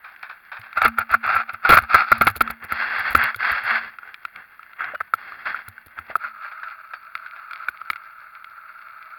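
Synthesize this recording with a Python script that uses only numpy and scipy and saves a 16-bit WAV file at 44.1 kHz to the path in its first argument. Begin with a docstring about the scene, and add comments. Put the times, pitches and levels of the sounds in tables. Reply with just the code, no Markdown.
"""Beside a pickup truck in a hurricane, wind and rain beat on a small cased camera.
Gusts and spray are fluttering noise shaped into a rush; buffets honk through the case near 1.4 kHz.
Drops tick as short resonances, and knocks and jolts add scraping, crackle, thumps and a ringing mount.
Later the truck shelters the camera: a hollow hum under a light patter. Microphone hiss lies under it
all; the loudest peaks overload."""
import sys
import numpy as np
from scipy import signal
from scipy.fft import rfft, irfft
from scipy.io import wavfile
from scipy.ndimage import uniform_filter1d

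SR = 44100
rng = np.random.default_rng(int(sys.argv[2]) if len(sys.argv) > 2 else 0)


def master(y):
    """Save y as 16-bit WAV."""
    cut = np.clip(np.atleast_2d(y).T, -1, 1)
    pcm = np.round(cut * 32767)  # scale
    wavfile.write(sys.argv[1], SR, pcm.astype(np.int16))


N = 404838
TIME = np.arange(N) / SR

# drops and debris hitting the case: t/s, peak/dB, f/Hz, treble re middle before trim/dB
TICKS = [(0.162, -28.5, 1640, -14), (0.229, -25, 1660, -6), (0.615, -28, 1590, -11),
         (0.729, -20.5, 1360, -15.5), (1.625, -36, 1370, -42), (2.355, -21, 1380, -24),
         (2.476, -15.5, 1310, -25), (3.345, -14.5, 1410, -21), (3.986, -21, 1380, -23.5),
         (4.031, -25.5, 1430, -38), (4.143, -21, 1380, -5), (4.251, -12.5, 1393, -20),
         (4.36, -24, 1290, -13), (4.63, -29, 1380, -20), (4.594, -27.5, 1340, -29),
         (4.733, -29.5, 1380, -17), (4.807, -13.5, 1360, -48), (5.137, -1.5, 1346, -31.5),
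         (5.321, -22, 1210, -26), (5.455, -21.5, 1420, -28), (5.545, -13.5, 1400, -45),
         (5.681, -25.5, 1410, -25), (5.78, -25.5, 1540, -31), (5.988, -18, 1354, -27.5),
         (6.155, -3.5, 1310, -42), (6.447, -23, 1600, -43), (6.632, -20, 1540, -42),
         (6.938, -24, 1300, -33), (7.153, -11.5, 1330, -16.5), (7.262, -22, 1500, -29),
         (7.51, -20.5, 1400, -18), (7.533, -19.5, 1380, -19), (7.685, -7, 1466, -24.5),
         (7.815, -21.5, 1306, -32), (7.901, -6, 1307, -13), (7.932, -18.5, 1380, -17),
         (7.959, -22, 1390, -19), (8.444, -23.5, 1390, -18)]
# camera bumps and chatters, levels before trims: t/s, contact/s, level/dB, thud/dB,
# treble re level/dB, mount ring/dB
KNOCKS = [(0.771, 0.0064, -19, -47, -25, -68), (0.818, 0.0023, -6.5, -38.5, -19.5, -65),
          (0.849, 0.016, -12, -25, -16, -31.5), (0.984, 0.0056, -11.5, -30, -24.5, -106),
          (1.139, 0.011, -9.5, -35.5, -36, -41), (1.363, 0.0043, -12, -50, -37, -50),
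          (1.692, 0.021, -13, -18.5, -11, -53), (1.718, 0.027, -10, -21, -16, -59),
          (1.77, 0.0076, -4.5, -19, -23, -75), (1.784, 0.0044, -10.5, -27, -20, -67),
          (1.944, 0.013, -7, -21.5, -26, -49), (2.117, 0.0094, -4.5, -22, -38, -34.5),
          (2.211, 0.01, -10, -20.5, -16.5, -33), (2.269, 0.011, -13, -19, -10.5, -56),
          (2.407, 0.011, -10, -25.5, -17, -34.5), (2.501, 0.0049, -24.5, -34.5, -15.5, -72),
          (2.721, 0.0031, -13, -31, -37, -47.5), (3.149, 0.006, -5, -20.5, -22, -34.5),
          (3.706, 0.0084, -28.5, -64, -21, -40), (4.946, 0.012, -26, -67, -22, -90),
          (5.004, 0.011, -20.5, -59, -27, -65), (6.238, 0.0075, -25.5, -68, -32, -59)]
# steady wind in the lee of the truck: t/s, level before trim/dB
LEE = [(6.2, -42), (6.33, -45), (6.48, -40.5), (6.59, -40.5), (6.91, -45.5), (7.54, -41), (7.72, -44),
       (7.93, -43), (8.48, -46), (9.18, -42)]
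# spectrum of wind and spray: f/Hz, level/dB
RUSH_COLOUR = [(210, -64.5), (350, -36), (564, -24), (834, -11.5), (1010, -12), (1500, 0), (2140, -7.5),
               (2410, -15.5), (2730, -14), (3050, -23.5), (3280, -19), (3660, -31), (4500, -28),
               (6110, -55), (6500, -51.5), (8450, -105), (14300, -120)]
# spectrum of rumbles and thuds: f/Hz, level/dB
RUMBLE_COLOUR = [(15, -6.5), (50, -3), (130, -3), (350, -4), (600, -4), (1200, -1), (3000, -53.5)]
# spectrum of snaps and patter: f/Hz, level/dB
SNAP_COLOUR = [(100, -24), (600, -23.5), (1500, -5), (2200, 10), (2700, 2.5), (3500, -4.5), (4500, -10),
               (5300, -22), (6200, -38.5), (9000, -29)]
# spectrum of crackle and sizzle: f/Hz, level/dB
CRACKLE_COLOUR = [(2000, -3.5), (4500, -9.5), (6000, -27), (7200, -19.5), (8000, -33.5), (9000, -16),
                  (11500, -4), (17000, -10.5)]

# shared by gusts and lee eddies
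GUST_RISE_DB_PER_S, GUST_FALL_DB_PER_S, GUST_ARCH_DB = 796.5, 492.5, 3.5


def from_db(db):
    """Decibels to gain."""
    return 10 ** (np.asarray(db) / 20)


def rms_one(x):
    """Scale to rms 1."""
    return x / np.sqrt(np.mean(x ** 2) + 1e-20)


def peak_one(x):
    """Scale to a peak of 1."""
    return x / np.abs(x).max()


def add(out, s, sound):
    """Mix a sound in at time s."""
    start = max(round(s * SR), 0)
    out[start:start + len(sound)] += sound[:N - start]


def drift(rate_hz):
    """Slow random wander of rms 1: noise through two equal poles at rate_hz."""
    step, settle = 20, 2000  # samples per slow point, slow points discarded
    r = np.exp(-2 * np.pi * rate_hz * step / SR)
    noise = rng.standard_normal(N // step + settle + 2)
    slow = signal.lfilter([1], [1, -2 * r, r * r], noise)[settle:]
    return np.interp(np.arange(N) / step, np.arange(len(slow)), rms_one(slow))


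def colour(x, spectrum, size=2048):
    """Causal (minimum-phase) filter with the given spectrum; white noise keeps its power."""
    hz, db = np.transpose(spectrum)
    grid_hz = np.maximum(np.arange(size // 2 + 1) * SR / size, 1)
    level_db = np.interp(np.log(grid_hz), np.log(hz), db)
    cepstrum = irfft(np.log(from_db(level_db)))
    # fold onto the causal half
    cepstrum[1:size // 2] *= 2
    cepstrum[size // 2 + 1:] = 0
    response = irfft(np.exp(rfft(cepstrum)))
    return signal.oaconvolve(x, response / np.linalg.norm(response))[:len(x)]


def treble(x, edge_hz=3500):
    """The hissing top of a sound, by zero-phase high-pass."""
    return signal.sosfiltfilt(signal.butter(4, edge_hz, "high", fs=SR, output="sos"), x)


def ring(x, hz, t60_s):
    """Two-pole resonator: a unit click sets a sine of height 1 ringing."""
    r, w = from_db(-60 / (t60_s * SR)), 2 * np.pi * hz / SR
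    return signal.lfilter([0, np.sin(w)], [1, -2 * r * np.cos(w), r * r], x + 1e-18)


def mount(kicks):
    """Kicks set the modes of the springy camera mount ringing."""
    # modes: f/Hz, level/dB, t60/s
    modes = [(228.7, -1, 0.53), (240, -18, 0.18), (312, -8.5, 0.055)]
    return sum(from_db(db) * ring(kicks, hz, t60_s) for hz, db, t60_s in modes)


def blast(s, length_s, rise_db_per_s, fall_db_per_s, arch_db):
    """Gain of one blast of air: quick rise, arched hold, quick fall and a weak lingering wake."""
    wake_db, wake_fall_db_per_s = -16, 138
    early_s = np.maximum(s - TIME, 0)
    late_s = np.maximum(TIME - s - length_s, 0)
    arch = arch_db * np.clip(2 * (TIME - s) / length_s - 1, -1, 1) ** 2
    fall = np.maximum(-fall_db_per_s * late_s, wake_db - wake_fall_db_per_s * late_s)
    return from_db(np.maximum(fall - arch - rise_db_per_s * early_s, -150))


def spray(per_s, spread_db, drops_db, flutter_db, flutter_hz):
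    """Turbulent air that flutters, with fine drops of uneven size in it; rms 1."""
    sizes = from_db(spread_db * np.minimum(rng.exponential(1, N), 4)) * rng.choice([-1, 1], N)
    drops = rms_one(sizes * (rng.random(N) < per_s / SR))
    air = rng.standard_normal(N)
    return rms_one((air + from_db(drops_db) * drops) * from_db(flutter_db * drift(flutter_hz)))


def sheltered(fade_s=0.038):
    """0 in the open, 1 once the camera is in the lee of the truck."""
    return np.clip((TIME - LEE[0][0]) / fade_s + 1, 0, 1)


def rush(open_wind_db=-49, rumble_trim_db=3.5, mount_db=-37, open_rumble_db=-28):
    """Sheets of wind and spray: a broad roar with rumble below it; the mount hums along."""
    # gusts: t/s, length/s, level/dB, treble lift/dB, rumble re level before trim/dB
    gusts = [(2.421, 0.098, -33, -7, -17), (2.623, 0.036, -35.5, -6, -15.5), (2.704, 0.42, -23, 4, -31.5),
             (3.05, 0.048, -20, 3, -32), (3.16, .14, -19, 0, -38), (3.405, 0.18, -18.5, 3, -38),
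             (3.592, 0.11, -25, 2, -37), (3.681, .10, -17.5, 2.5, -40), (3.79, 0.099, -28.5, 2, -28.5),
             (4.03, 0.074, -42, -5, -23), (4.354, 0.058, -38, -4, -21.5), (4.793, 0.13, -30, -14, -26),
             (5.182, 0.26, -39, 3, -22.5), (5.463, 0.057, -24, 3.5, -27), (5.543, 0.069, -33, 1, -28),
             (5.977, 0.02, -33.5, -10, -17), (6.095, 0.023, -31.5, -1, -19)]
    force = from_db(open_wind_db) * (1 - sheltered())
    treble_boost, shaking = 0, from_db(open_rumble_db) * force
    for s, length_s, level_db, lift_db, low_db in gusts:
        shape = blast(s, length_s, GUST_RISE_DB_PER_S, GUST_FALL_DB_PER_S, GUST_ARCH_DB)
        gust = from_db(level_db) * shape
        treble_boost = np.where(gust > force, from_db(lift_db) - 1, treble_boost)
        force = np.hypot(force, gust)
        shaking = np.hypot(shaking, from_db(low_db) * gust)
    flow = force * spray(per_s=350, spread_db=3.0, drops_db=-4, flutter_db=2.0, flutter_hz=23)
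    roar = colour(flow, RUSH_COLOUR)
    roar = roar + uniform_filter1d(treble_boost, size=512) * treble(roar)
    rumble = colour(shaking * rng.standard_normal(N), RUMBLE_COLOUR)
    hum = rms_one(mount(flow)) * flow.std()
    return roar + from_db(rumble_trim_db) * rumble + from_db(mount_db) * hum


def drizzle(per_s=8.7, level_db=-34.5, spread_db=4, snap_db=-6.0, ring_db=-6.5, cavity_hz=1380, t60_s=.014):
    """Faint drops tap the case at random: each is a brief snap and a ring of the cavity."""
    sizes = from_db(level_db + spread_db * rng.uniform(-1, 1, N))
    taps = (rng.random(N) < per_s / SR) * sizes
    push = np.diff(taps, prepend=0) * SR / (2 * np.pi * cavity_hz)
    cavity = ring(push, cavity_hz, t60_s)
    return from_db(ring_db) * cavity + from_db(snap_db) * colour(taps, SNAP_COLOUR)


def splashes(trim_db=-3.5, bright_db=-4.5, rise_s=0.0011, size=12000):
    """Handfuls of spray slap the case within milliseconds and drain away: enveloped spray noise."""
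    # slaps: t/s, level before trim/dB, decay/s
    slaps = [(0.041, -30, 0.05), (0.23, -24, 0.027), (0.293, -26.5, 0.026), (0.516, -25, 0.048),
             (0.567, -25.5, 0.0091), (0.631, -31.5, 0.036), (4.841, -14, 0.0054), (5.454, -22.5, 0.029),
             (6.514, -28, 0.011), (6.632, -26.5, 0.013), (6.934, -18.5, 0.011), (7.361, -27, 0.016)]
    wet, t = np.zeros(N), np.arange(size) / SR
    for s, level_db, decay_s in slaps:
        add(wet, s, from_db(level_db + trim_db) * (1 - np.exp(-t / rise_s)) * np.exp(-t / decay_s))
    flow = wet * spray(per_s=900, spread_db=3, drops_db=-4, flutter_db=1.5, flutter_hz=80)
    return colour(flow, RUSH_COLOUR) + from_db(bright_db) * colour(flow, SNAP_COLOUR)


def ticks(snap_trim_db=16.5, splash_s=0.002, thud_db=-29, size=4096):
    """A hit swells into the cavity resonance; its splash adds a short snap, its push a slight thud."""
    out, t = np.zeros(N), np.arange(size) / SR
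    swell_t60_s, case_t60_s = .003, .019
    click = 1.0 * (t == 0)
    thud = colour(click, RUMBLE_COLOUR)
    for s, peak_db, hz, treble_db in TICKS:
        cavity = ring(click, hz, case_t60_s)
        honk = ring(np.diff(cavity, prepend=0), hz, swell_t60_s)
        snap = colour(rng.standard_normal(size) * np.exp(-t / splash_s), SNAP_COLOUR)
        hit = peak_one(honk) + from_db(treble_db + snap_trim_db) * peak_one(snap)
        hit = hit + from_db(thud_db) * peak_one(thud)
        add(out, s, from_db(peak_db) * peak_one(hit))
    return out


def all_jolts():
    """Jolts from wind, knocks and drops, before trims: rows of (t/s, crackle/dB, thump/dB)."""
    # the wind alone jolts the camera inside its case: t/s, crackle peak/dB, thump/dB
    wind_jolts = [(0.5895, -38.5, -43.5), (0.875, -22, -35), (1.1115, -23.5, -35.5), (1.2622, -29.5, -43),
                  (1.3499, -27.5, -39), (1.5314, -31.5, -43.5), (1.7406, -13.5, -36), (1.8203, -29, -31.5),
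                  (2.177, -27, -36), (2.2397, -22, -33), (2.2992, -22.5, -32), (2.359, -17.5, -34),
                  (2.638, -26, -45), (2.9888, -29, -42.5), (3.1018, -25, -37), (3.1256, -22.5, -45),
                  (3.162, -20, -26.5), (3.2297, -17.5, -38.5), (3.3575, -24.5, -41), (3.512, -25, -36),
                  (3.636, -32, -46), (5.68, -25, -39), (5.8609, -34, -50), (5.9902, -37, -42)]
    # intercept in dB at 0 dB thud or peak; growth in dB per dB
    knock_crackle_db, knock_crackle_growth = 1.5, 0.67
    knock_thump_db, knock_thump_growth = -19.5, 0.54
    tick_crackle_db, tick_crackle_growth = -21.5, 1.52
    tick_thump_db = -50  # re drop peak
    knocked = [(s, knock_crackle_db + knock_crackle_growth * thud_db,
                knock_thump_db + knock_thump_growth * thud_db)
               for s, _, _, thud_db, _, _ in KNOCKS]
    ticked = [(s, tick_crackle_db + tick_crackle_growth * peak_db, peak_db + tick_thump_db)
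              for s, peak_db, _, _ in TICKS]
    return wind_jolts + knocked + ticked


def jolts(crackle_trim_db=1.5, thump_trim_db=-1.5, mount_db=-19, size=6000):
    """Loose play in the case: a thin uneven crackle over a soft low thump, which nudges the mount."""
    thump_hz, thump_s, rattle_s, uneven_db = 88, 0.0096, 0.01, 11.0
    out, kicks, t = np.zeros(N), np.zeros(N), np.arange(size) / SR
    swell = np.sqrt(t) * np.exp(-(t / rattle_s) ** 2)
    for s, peak_db, low_db in all_jolts():
        # a new random level every 60 samples
        slips = from_db(uneven_db * np.repeat(rng.standard_normal(size), 60)[:size])
        crackle = colour(rng.standard_normal(size) * slips * swell, CRACKLE_COLOUR)
        hz = thump_hz * rng.uniform(0.67, 1.32)
        thump = t / thump_s * np.exp(1 - t / thump_s) * np.sin(2 * np.pi * hz * t)
        add(out, s, from_db(peak_db + crackle_trim_db) * peak_one(crackle)
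            + from_db(low_db + thump_trim_db) * thump)
        add(kicks, s, from_db([low_db + mount_db]) * rng.choice([-1, 1]))
    return out + mount(kicks)


def buffets(rumble_db=-29):
    """Short lumpy blasts straight onto the case blow its cavity: fluttering noise with a honk."""
    # blasts: t/s, length/s, level/dB, treble lift/dB
    blasts = [(0.768, 0.024, -16, -1), (0.813, 0.068, -14.5, -0.5), (0.977, .048, -21, -2),
              (1.103, 0.051, -19, 1), (1.239, 0.18, -16, -0.5), (1.489, 0.01, -19.5, 0),
              (1.539, 0.011, -26, -2), (1.643, 0.026, -13.5, 0.5), (1.68, 0.11, -12, 1.5),
              (1.809, 0.047, -31, 2), (1.9, 0.14, -14, 5), (2.061, 0.13, -26.5, 9), (2.21, 0.032, -17.5, 1),
              (2.263, 0.037, -16.5, 1), (2.352, 0.017, -33, -4)]
    # honk spectrum: f/Hz, level/dB
    honk_colour = [(210, -67.5), (350, -45.5), (711, -14), (794, -9), (1040, -12.5), (1190, -3), (1360, 4),
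                   (1690, -6.5), (1890, -12.5), (2220, -11), (2700, -16), (3050, -27), (4560, -31.5),
                   (5890, -53), (6500, -52), (8450, -101), (14300, -120)]
    rise_db_per_s, fall_db_per_s, arch_db = 1108, 805, 7.5
    force, treble_boost = np.zeros(N), 0
    for s, length_s, level_db, lift_db in blasts:
        buffet = from_db(level_db) * blast(s, length_s, rise_db_per_s, fall_db_per_s, arch_db)
        treble_boost = np.where(buffet > force, from_db(lift_db) - 1, treble_boost)
        force = np.hypot(force, buffet)
    flow = force * spray(per_s=500, spread_db=4.0, drops_db=-4.0, flutter_db=2.5, flutter_hz=230)
    honk = colour(flow, honk_colour)
    honk = honk + uniform_filter1d(treble_boost, size=512) * treble(honk)
    return honk + from_db(rumble_db) * colour(flow, RUMBLE_COLOUR)


def knocks(trim_db=1.0, thud_trim_db=2.5, snap_trim_db=8.0, mount_trim_db=1.5, impact=7.9, size=4096):
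    """A hard impact, then milliseconds of scraping: the case honks, thuds and snaps; the mount rings on."""
    # honk spectrum: f/Hz, level/dB
    honk_colour = [(300, -61), (600, -17), (1000, -13.5), (1250, 0.5), (1380, 6), (1550, -5), (1800, -9.5),
                   (2100, -12.5), (2700, -27.5), (3200, -60.5)]
    out, kicks = np.zeros(N), np.zeros(N)
    for s, contact_s, level_db, low_db, treble_db, ring_db in KNOCKS:
        touching = np.arange(size) / SR < contact_s
        parts = ((honk_colour, level_db + trim_db),
                 (RUMBLE_COLOUR, low_db + thud_trim_db),
                 (SNAP_COLOUR, level_db + treble_db + snap_trim_db))
        for spectrum, db in parts:
            force = touching * rng.standard_normal(size)
            force[0] = impact  # re scraping rms
            # sqrt: the level is the rms over the contact
            add(out, s, from_db(db) * rms_one(colour(force, spectrum)) * np.sqrt(touching.mean()))
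        add(kicks, s + contact_s, from_db([ring_db + mount_trim_db]))
    return out + mount(kicks)


def mount_clunks(trim_db=-1.0, judder_s=.005, t60_s=.012, size=16000):
    """The mount judders: decaying noise through two resonances makes a rough, dull clunk."""
    # clunks: t/s, peak before trim/dB, f/Hz
    clunks = [(4.936, -26, 640), (4.948, -31, 610), (5.004, -36, 560), (6.097, -28, 700), (6.124, -43, 640),
              (6.156, -30, 686)]
    out, t = np.zeros(N), np.arange(size) / SR
    for s, peak_db, hz in clunks:
        judder = np.diff(rng.standard_normal(size) * np.exp(-t / judder_s), prepend=0)
        clunk = ring(ring(judder, hz, t60_s), hz, t60_s / 2)
        add(out, s, from_db(peak_db + trim_db) * peak_one(clunk))
    return out


def metal_pings(size=16000):
    """A thin bit of metal pings: a decaying sine."""
    # pings: t/s, f/Hz, height/dB, t60/s
    pings = [(4.948, 2900, -42, .16), (6.945, 4520, -53, .22)]
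    out, click = np.zeros(N), 1.0 * (np.arange(size) == 0)
    for s, hz, height_db, t60_s in pings:
        add(out, s, ring(from_db(height_db) * click, hz, t60_s))
    return out


def lee_wind(trim_db=2.5, patter_db=-14):
    """Sheltered, the case hums hollowly under a light patter of drops and swells with each eddy."""
    # eddies curling round into the lee: t/s, length/s, level before trim/dB
    eddies = [(6.214, 0.073, -34), (6.408, 0.068, -33.5), (6.635, 0.1, -38.5), (7.555, 0.12, -37.5)]
    # hum spectrum: f/Hz, level/dB
    hum_colour = [(240, -61), (400, -47.5), (543, -34.5), (637, -18), (746, -29.5), (817, -18), (1060, -14),
                  (1330, 3.5), (1890, -16.5), (2210, -15.5), (2870, -25.5), (3070, -47), (3330, -40),
                  (4470, -31), (6000, -73), (7800, -97), (13200, -120)]
    flow = spray(per_s=200, spread_db=-0.5, drops_db=-14.0, flutter_db=2.5, flutter_hz=41)
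    drops = spray(per_s=40, spread_db=5.0, drops_db=4, flutter_db=0, flutter_hz=9.6)
    force = sheltered() * from_db(np.interp(TIME, *np.transpose(LEE)))
    for s, length_s, level_db in eddies:
        eddy = blast(s, length_s, GUST_RISE_DB_PER_S, GUST_FALL_DB_PER_S, GUST_ARCH_DB)
        force = np.hypot(force, from_db(level_db) * eddy)
    hum = from_db(trim_db) * colour(flow, hum_colour)
    patter = from_db(patter_db) * colour(drops, SNAP_COLOUR)
    return force * (hum + patter)


def wet_air(x, top_hz=5250, sizzle_db=-38):
    """The treble of the weather ends steeply; a faint sizzle that follows its loudness rides above."""
    loudness = np.sqrt(np.abs(uniform_filter1d(x ** 2, size=256)))
    sizzle = from_db(sizzle_db) * colour(loudness * rng.standard_normal(N), CRACKLE_COLOUR)
    return signal.sosfilt(signal.butter(12, top_hz, fs=SR, output="sos"), x) + sizzle


def microphone_hiss(level_db=-63):
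    """Steady coloured noise of the microphone."""
    # hiss spectrum: f/Hz, level/dB
    hiss_colour = [(30, 7), (100, 10.5), (300, 4), (4000, -7), (6000, -29), (8500, -16.5), (9500, -6.5),
                   (12000, 0.5), (17000, 4)]
    return from_db(level_db) * colour(rng.standard_normal(N), hiss_colour)


def scene():
    """Weather, drops, knocks, jolts and small parts at one microphone, over its hiss."""
    weather = wet_air(rush() + drizzle() + splashes() + buffets() + lee_wind())
    handling = jolts() + knocks() + mount_clunks() + metal_pings()
    return (weather + ticks() + handling + microphone_hiss())[None]


def record(dry, cutoff_hz=17400):
    """The case colours all of it, the loudest peaks are squashed and the top is cut."""
    # peaks and hollows of the case and its sound port: f/Hz, width/Hz, gain/dB
    case_bands = [(950, 280, -3.5), (1380, 210, 0), (1884, 180, -3.5), (2070, 350, 1.5), (3011, 116, -22.5),
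                  (3760, 190, -2.5), (3990, 98, -7), (4430, 450, 2), (6000, 250, -6.5)]
    sound = dry
    for hz, width_hz, db in case_bands:
        swing, half, bend = from_db(db / 2), np.pi * width_hz / SR, -2 * np.cos(2 * np.pi * hz / SR)
        b = [1 + half * swing, bend, 1 - half * swing]
        a = [1 + half / swing, bend, 1 - half / swing]
        sound = signal.lfilter(b, a, sound)
    squashed = sound / (1 + sound ** 6) ** (1 / 6)
    return signal.sosfilt(signal.ellip(10, .2, 70, cutoff_hz, fs=SR, output="sos"), squashed)


dry = scene()
out = record(dry)
master(out)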